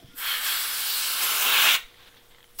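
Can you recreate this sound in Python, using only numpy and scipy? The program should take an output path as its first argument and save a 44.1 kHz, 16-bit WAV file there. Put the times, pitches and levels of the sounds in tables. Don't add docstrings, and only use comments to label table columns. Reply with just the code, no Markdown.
import sys
import numpy as np
from scipy import signal
from scipy.fft import rfft, irfft, next_fast_len
from scipy.io import wavfile
from scipy.ndimage import uniform_filter1d, map_coordinates

SR = 44100
rng = np.random.default_rng(int(sys.argv[2]) if len(sys.argv) > 2 else 0)


def wav_out(sig):
    wavfile.write(sys.argv[1], SR, np.round(np.clip(np.atleast_2d(sig).T, -1, 1) * 32767).astype(np.int16))


def to_linear_factor(level_db):
    exponent = np.asarray(level_db, float) / 20
    return 10 ** exponent


N = 114660


def rms_one(x):
    return x / np.sqrt(np.mean(x ** 2) + 1e-20)


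def in_time(rows):
    s, *columns = np.transpose(rows)
    return [np.interp(np.arange(N) / SR, s, c) for c in columns]


def drift(rate_hz):
    r = np.exp(-80 * np.pi * rate_hz / SR)
    slow = signal.lfilter([1], [1, -2 * r, r * r], rng.standard_normal(N // 40 + 2002))[2000:]
    return np.interp(np.arange(N) / 40, np.arange(len(slow)), rms_one(slow))


def colour(x, points):
    hz, db = np.array(points).T
    log_hz = np.log(np.fft.rfftfreq(N, 1 / SR) + 1)
    return rms_one(irfft(rfft(x) * to_linear_factor(np.interp(log_hz, np.log(hz), db)), N))


def turbulent(points, patchy_db, rate_hz):
    spectrum = rfft(colour(rng.standard_normal(N), points))
    together = drift(rate_hz)
    place = np.clip(3 * np.log2(np.fft.rfftfreq(N, 1 / SR) / 200 + 1e-9), 0, 20)
    out = 0
    for k in range(21):
        share = np.clip(1 - abs(place - k), 0, 1)
        flicker_db = patchy_db * (0.33 * together + drift(rate_hz) + 1.66 * drift(20))
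        out = out + irfft(spectrum * share, N) * to_linear_factor(flicker_db)
    return rms_one(out)


def resonant(hz, width_hz):
    r = np.exp(-np.pi * width_hz / SR)
    a = [1, -2 * r * np.cos(2 * np.pi * hz / SR), r * r]
    once = signal.lfilter([1, 0, -1], a, rng.standard_normal(N))
    return rms_one(signal.lfilter([1, 0, -1], a, once))


def gliding(hz, width_hz):
    r = np.exp(-np.pi * width_hz / SR)
    a, b = signal.lfilter([1], [1, -2 * r, r * r], rng.standard_normal((2, N)))
    phase = 2 * np.pi * np.cumsum(hz) / SR
    highpass = signal.butter(4, 650, "high", fs=SR, output="sos")
    return rms_one(signal.sosfilt(highpass, a * np.cos(phase) + b * np.sin(phase)))


def knocks(rows, t60_s):
    out = np.zeros(N + SR)
    t = np.arange(SR // 10) / SR
    for s, db, hz in rows:
        start = int(s * SR)
        out[start:start + len(t)] += to_linear_factor(db - 60 * t / t60_s) * np.sin(2 * np.pi * hz * t)
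    return out[:N]


def dip(x, hz, width_hz, share):
    return x - np.clip(share, 0, 1) * signal.lfilter(*signal.iirpeak(hz, hz / width_hz, fs=SR), x)


def band(x, low_hz, high_hz):
    size = next_fast_len(N + 2048)
    hz = np.fft.rfftfreq(size, 1 / SR)
    edge = np.clip(np.minimum(hz - low_hz + 60, high_hz + 60 - hz) / 120, 0, 1)
    return irfft(rfft(x, size) * np.sin(np.pi / 2 * edge) ** 2, size)[:N]


# (frequency [Hz], level [dB rms])
HUM = [(240, -91.5), (360, -79.5), (479.1, -68.5), (721, -81.5)]
# (multiple of shaft speed, level [dB rms])
MOTOR = [(1, -82), (2, -74.5), (3, -75.5), (4, -73.5), (5, -97), (6, -78), (7, -90), (8, -81)]
MOTOR_HZ = 29.6
# (frequency [Hz], density [dB/Hz])
FLOOR = [(13, -2), (22, -2.5), (45, -32), (250, -25.5), (900, -27), (3300, -30), (6000, -35),
         (15000, -31.5)]
FLOOR_DB = -55.5


def background():
    t = np.arange(N) / SR
    lines = list(HUM) + [(k * MOTOR_HZ, db) for k, db in MOTOR]
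    hum = 0
    for hz, db in lines:
        level = to_linear_factor(db + 0.2 * drift(11.0))
        hum = hum + level * np.sqrt(2) * np.sin(2 * np.pi * (hz * t + rng.random()))
    return to_linear_factor(FLOOR_DB) * turbulent(FLOOR, patchy_db=1.2, rate_hz=8.7) + hum


ROOM_T60_S, ROOM_TOP_T60_S, ROOM_DB = 0.28, 0.22, -11.5


def room(x):
    t = np.arange(SR // 2) / SR
    noise = rng.standard_normal(len(t)) * np.clip(t / 0.0042, 0, 1)
    low = signal.sosfilt(signal.butter(2, 7000, fs=SR, output="sos"), noise)
    late = rfft(noise * to_linear_factor(-60 * np.maximum(t, .03) / ROOM_T60_S))
    smooth_power = uniform_filter1d(uniform_filter1d(abs(late) ** 2, size=120), size=120)
    noise, low = irfft(rfft([noise, low]) / np.sqrt(smooth_power), len(t))
    tail = low * to_linear_factor(-60 * t / ROOM_T60_S) + 0.95 * (noise - low) * to_linear_factor(-60 * t / ROOM_TOP_T60_S)
    return to_linear_factor(ROOM_DB) * signal.fftconvolve(x, tail / np.sqrt(np.sum(tail ** 2)))[:N]


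# (time [s], level [dB])
SETTLE = [
    (0.0, -51),
    (0.008, -58.5),
    (0.146, -55.5),
    (0.15, -96),
]
# (frequency [Hz], width [Hz], level [dB])
SETTLE_HZ = [(3270, 730, -4), (260, 110, -7.5), (5240, 1400, -10.5), (1730, 1100, -8.5)]


def settling():
    level_db, = in_time(list(SETTLE) + [(SETTLE[-1][0] + .05, -80)])
    rub = sum(to_linear_factor(db + 0.72 * drift(25)) * resonant(hz, width) for hz, width, db in SETTLE_HZ)
    return to_linear_factor(level_db) * rub


# (time [s], level [dB])
RUSTLE = [(1.88, -56.5), (1.952, -58), (2.0, -53), (2.085, -52), (2.1, -60), (2.16, -58.5), (2.172, -57),
          (2.19, -58), (2.2, -61), (2.302, -66), (2.312, -57), (2.36, -61), (2.44, -67.5), (2.54, -68.5)]
# (frequency [Hz], density [dB/Hz])
RUSTLE_HZ = [(900, -7), (1900, -4), (2700, -5.5), (3500, -0.5), (5000, -12.5), (9000, -27)]
GRAINS_PER_S = 7500


def rustle():
    fade_in = (RUSTLE[0][0] - .06, -75)
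    fade_out = (RUSTLE[-1][0] + 0.038, -75)
    level_db, = in_time([fade_in] + list(RUSTLE) + [fade_out])
    sizes = to_linear_factor(2.2 * np.minimum(rng.exponential(1, N), 4)) * rng.choice([-1, 1], N)
    hits = rng.random(N) < GRAINS_PER_S * to_linear_factor(3 * drift(30)) / SR
    return to_linear_factor(level_db) * colour(sizes * hits + 0.21 * rng.standard_normal(N), RUSTLE_HZ)


# (time [s], peak [dB], pitch [Hz], second mode [dB re first])
TICKS = [(1.943, -42, 2070, -8), (1.9734, -53, 3650, -12), (2.076, -46, 3600, -9), (2.091, -47, 1800, -3),
         (2.127, -46, 2050, -12), (2.143, -45, 1700, -4), (2.169, -48, 3300, -3), (2.1753, -43, 3440, -12),
         (2.18, -47, 3600, -12), (2.184, -48, 1820, -2), (2.3108, -49, 3020, -12), (2.3475, -43, 2150, 0),
         (2.3843, -42.5, 1920, -5), (2.406, -46, 2000, 0), (2.429, -41.5, 3300, -11),
         (2.4428, -40.5, 3080, -3), (2.478, -50.5, 3080, -9.5)]
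TICK_T60_S = .009
# (time [s], level [dB], pitch [Hz])
BUMPS = [(0.028, -46.5, 330), (.044, -41.5, 135), (0.033, -50.5, 223), (.042, -49, 98), (.085, -48, 174),
         (.095, -51, 313), (.14, -49, 280), (0.00086, -53, 705), (0.024, -51, 670), (.045, -54, 680)]
BUMP_T60_S = 0.084


def hand():
    first = [row[:3] for row in TICKS]
    second = [(s, db + re_db, 5200 - hz) for s, db, hz, re_db in TICKS]
    ticks = knocks(first + second, TICK_T60_S)
    settle = settling()
    return rustle() + settle + ticks + knocks(BUMPS, BUMP_T60_S)


LEAK_S, LEAK_LEN_S, LEAK_HZ, LEAK_DB = .095, .1, 1405, -57
SEEP_S, SEEP_RISE_S, SEEP_DB = 2.54, .018, -60.5
# (frequency [Hz], width [Hz], level [dB])
SEEP_HZ = [(5400, 500, -11), (8200, 500, -3), (10500, 870, 2), (13800, 600, -5)]


def valve_leak():
    t = np.arange(N) / SR
    swell = np.sin(np.pi * np.clip((t - LEAK_S) / LEAK_LEN_S, 0, 1)) ** .5
    whistle = np.sin(2 * np.pi * LEAK_HZ * t + .5 * drift(8.7))
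    seep = sum(to_linear_factor(db) * resonant(hz, width) for hz, width, db in SEEP_HZ)
    rise = np.clip((t - SEEP_S) / SEEP_RISE_S, 0, 1)
    return to_linear_factor(LEAK_DB) * swell * whistle + to_linear_factor(SEEP_DB) * rise * seep


# (frequency [Hz], width [Hz], level [dB re main whistle])
WHISTLES = [(4306, 210, -10.5), (2186, 110, -8)]
WHISTLE_WIDTH_HZ, LOW_MODE_WIDTH_HZ = 360, 790
RIM_HZ, RIM_WIDTH_HZ, RUMBLE_HZ, RUMBLE_WIDTH_HZ = 4210, 1660, 323, 730


def hollow(low_db, whistle_db, rim_db, rumble_db, low_hz, whistle_hz):
    whistles = to_linear_factor(1.1 * drift(42)) * gliding(whistle_hz, WHISTLE_WIDTH_HZ)
    for hz, width, db in WHISTLES:
        whistles = whistles + to_linear_factor(db + 1.1 * drift(42)) * resonant(hz, width)
    return (to_linear_factor(low_db) * gliding(low_hz, LOW_MODE_WIDTH_HZ) + to_linear_factor(whistle_db) * rms_one(whistles)
            + to_linear_factor(rim_db) * resonant(RIM_HZ, RIM_WIDTH_HZ)
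            + to_linear_factor(rumble_db) * resonant(RUMBLE_HZ, RUMBLE_WIDTH_HZ))


CAP_HZ, CAP_WIDTH_HZ = 8050, 550
LOBE_WIDTHS_HZ = [3100, 1400]


def nozzle_lobes(cap_db, lobe_db, lobe_hz):
    lobes = to_linear_factor(cap_db) * resonant(CAP_HZ, CAP_WIDTH_HZ)
    for db, hz, width in zip(lobe_db, lobe_hz, LOBE_WIDTHS_HZ):
        lobes = lobes + to_linear_factor(db) * gliding(hz, width)
    return lobes


# (time [s], nozzle hiss [dB], surface wash [dB],
#              cavity whistle [dB re wash], rim hump [dB re wash], paint rumble [dB re wash])
SPRAY = [(0.155, -57, -62, -6, 4, -14), (0.184, -38.5, -44, -3, -15, -13), (0.26, -33.5, -30.5, 0, -7, -27),
         (0.328, -33, -30, 4, -6.5, -25), (0.422, -32, -33, -4.5, -7, -19.5),
         (0.466, -27.5, -29, 0.5, -5.5, -23), (0.58, -29, -31.5, -2, 0, -20.5),
         (0.724, -31.5, -35.5, -2, -0.5, -19), (0.898, -26.5, -31.5, -7.5, 1.5, -23),
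         (1.202, -28, -29.5, -11, -2, -20.5), (1.216, -25.5, -25.5, -20, -6, -18),
         (1.416, -25.5, -25.5, -9, -13, -18.5), (1.47, -26, -22, -11, -23.5, -18),
         (1.6, -28, -16.5, -19.5, -22, -23), (1.63, -26, -15.5, -21, -30.5, -27.5),
         (1.67, -30, -13.5, -27, -30, -24.5), (1.746, -25.5, -18, -28.5, -28, -25.5),
         (1.752, -28.5, -16, -10, -37, -24.5)]
# (time [s], nozzle hiss [dB], wash [dB])
NEXT = [
    (2.54, -76, -75),
    (2.584, -50.5, -66.5),
    (2.589, -33.5, -47),
    (2.6, -24, -36),
]
SHUT_DB_PER_S, OPEN_DB_PER_S = 652, 900
# (frequency [Hz], density [dB/Hz])
NOZZLE = [(700, -42.5), (2500, -13), (5000, 0), (6400, -1), (9000, -0.5), (11500, 0), (14500, 3.5),
          (15900, 2.5)]
# (frequency [Hz], density [dB/Hz])
WASH = [(120, -85), (700, -19), (1450, -7), (1950, -5), (2900, -0.15), (3700, -3.5), (4600, -15),
        (8000, -18.5)]
# (time [s], cap ring, middle lobe, top lobe [dB re hiss], low cavity mode [dB re wash])
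TURN = [(.17, -7, -1, -1, 2), (.3, -18, -6.5, -5, -1.5), (.45, -15, -6.5, -19, -1.5),
        (.6, -11.5, -7, -22, -2.5), (.74, -13, -5, -7, -2), (.9, -27, -19, -10, -7.5),
        (1.05, -11, -10, -30, -6.5), (1.2, -17, -9, -17, -5), (1.35, -50.5, -7.5, -16, -7.5),
        (1.5, -37, -7, -7, -6.5), (1.63, -20, -5, -6, -10), (1.75, -18, -17, -7, -16)]
# (time [s], low cavity mode [Hz], main whistle [Hz], middle lobe [Hz], top lobe [Hz])
GLIDE = [(.2, 1550, 3225, 11660, 14080), (.37, 1646, 3182, 11350, 14040), (.52, 1549, 3330, 12700, 15500),
         (.7, 1555, 3405, 10410, 14150), (.9, 1447, 2972, 9200, 13800), (1.1, 1501, 3000, 11300, 15400),
         (1.3, 1324, 2950, 10960, 13870), (1.47, 1250, 2674, 11100, 14720),
         (1.65, 1392, 2860, 12100, 15500)]


def spray():
    t = np.arange(N) / SR
    jet_db, wash_db, whistle_db, rim_db, rumble_db = in_time(SPRAY)
    jet2_db, wash2_db = in_time(NEXT)
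    cap_db, *lobe_db, low_db = in_time(TURN)
    low_hz, whistle_hz, *lobe_hz = in_time(GLIDE)
    shut_db = -SHUT_DB_PER_S * np.maximum(t - SPRAY[-1][0], 0)
    valve_db = shut_db - OPEN_DB_PER_S * np.maximum(SPRAY[0][0] - t, 0)
    again_db = -OPEN_DB_PER_S * np.maximum(NEXT[0][0] - t, 0)
    jet = to_linear_factor(jet_db + valve_db) + to_linear_factor(jet2_db + again_db)
    cavity = hollow(low_db, whistle_db, rim_db, rumble_db, low_hz, whistle_hz)
    lobes = nozzle_lobes(cap_db, lobe_db, lobe_hz)
    wash = turbulent(WASH, patchy_db=-0.5, rate_hz=4.6)
    leak = valve_leak()
    hiss = turbulent(NOZZLE, patchy_db=-1.26, rate_hz=10.4)
    first_wash = to_linear_factor(wash_db + valve_db - 3.0) * (wash + cavity)
    second_wash = to_linear_factor(wash2_db + again_db) * (wash + 0.44 * resonant(1000, 1000))
    return jet * (hiss + lobes) + first_wash + second_wash + leak


HAND_ECHO_S, HAND_SWAY_S, HAND_ECHO_DB = 0.001056, .00008, -24.5
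# (time [s], dip share 0-1 by bench, ear rim, knuckles, thumb)
SHADE = [(.2, .1, 0.37, .3, .1), (.5, 0.17, 0.57, 0.26, 0.041), (.7, 0.19, 0.39, .15, .05),
         (.9, 0.35, 0.39, .05, 0.17), (1.15, 0.88, 0.26, 0.35, .05), (1.25, .6, 0.046, 0.17, 0.085),
         (1.45, 0.56, .02, 0.23, .45), (1.6, 0.68, .02, 0.33, 0.57), (1.75, 0.32, .02, .3, .4)]
# (frequency [Hz], width [Hz])
DIPS = [(1920, 370), (6400, 1160), (9100, 670), (10100, 710)]


def reflections(x):
    lag = SR * (HAND_ECHO_S + HAND_SWAY_S * drift(2.0))
    x = x + to_linear_factor(HAND_ECHO_DB) * map_coordinates(x, [np.arange(N) - lag], order=1)
    for share, (hz, width) in zip(in_time(SHADE), DIPS):
        x = dip(x, hz, width, share)
    return x


SIDE_DB, SIDE_HZ = -87, 450
MIC_DIP_HZ, MIC_DIP_WIDTH_HZ, MIC_DIP_SHARE = 13400, 800, 0.18


def scene():
    jet = spray()
    touch = hand()
    side = to_linear_factor(SIDE_DB) * resonant(SIDE_HZ / 3, SIDE_HZ)
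    heard = reflections(jet) + touch + room(jet + touch) + background()
    return dip(heard, MIC_DIP_HZ, MIC_DIP_WIDTH_HZ, MIC_DIP_SHARE) + side * [[1], [-1]]


def top_cut(x):
    return signal.sosfilt(signal.butter(12, 16760, fs=SR, output="sos"), x)


CUTOFF_HZ = 15800
# (time [s], low edge [Hz], high edge [Hz])
FILLS = [(.553, 5000, 7700), (.553, 8900, 10500), (.692, 14400, 15800), (.738, 5000, 7700),
         (.738, 13000, 15800), (.995, 13700, 15800), (1.017, 8200, 11100), (1.179, 5700, 7000),
         (1.179, 8900, 11100), (1.318, 4500, 8300), (1.318, 13000, 14500), (1.551, 7000, 8300),
         (1.574, 4200, 5200), (1.644, 5200, 6400), (1.644, 8900, 10500)]
FILL_LEN_S, FILL_DB = 1024 / SR, -5


def record(dry):
    out = np.array([band(c, -SR, CUTOFF_HZ) for c in dry])
    mid, t = out.mean(axis=0), np.arange(N) / SR
    for s, low_hz, high_hz in FILLS:
        window = np.cos(np.pi / 2 * np.clip(2 * abs(t - s) / FILL_LEN_S - .7, 0, 1))
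        unlike = np.roll(band(mid, low_hz, high_hz), 900)
        out = out + to_linear_factor(FILL_DB) * window * unlike * [[1], [-1]]
    return top_cut(out)


dry = scene()
out = record(dry)
wav_out(out)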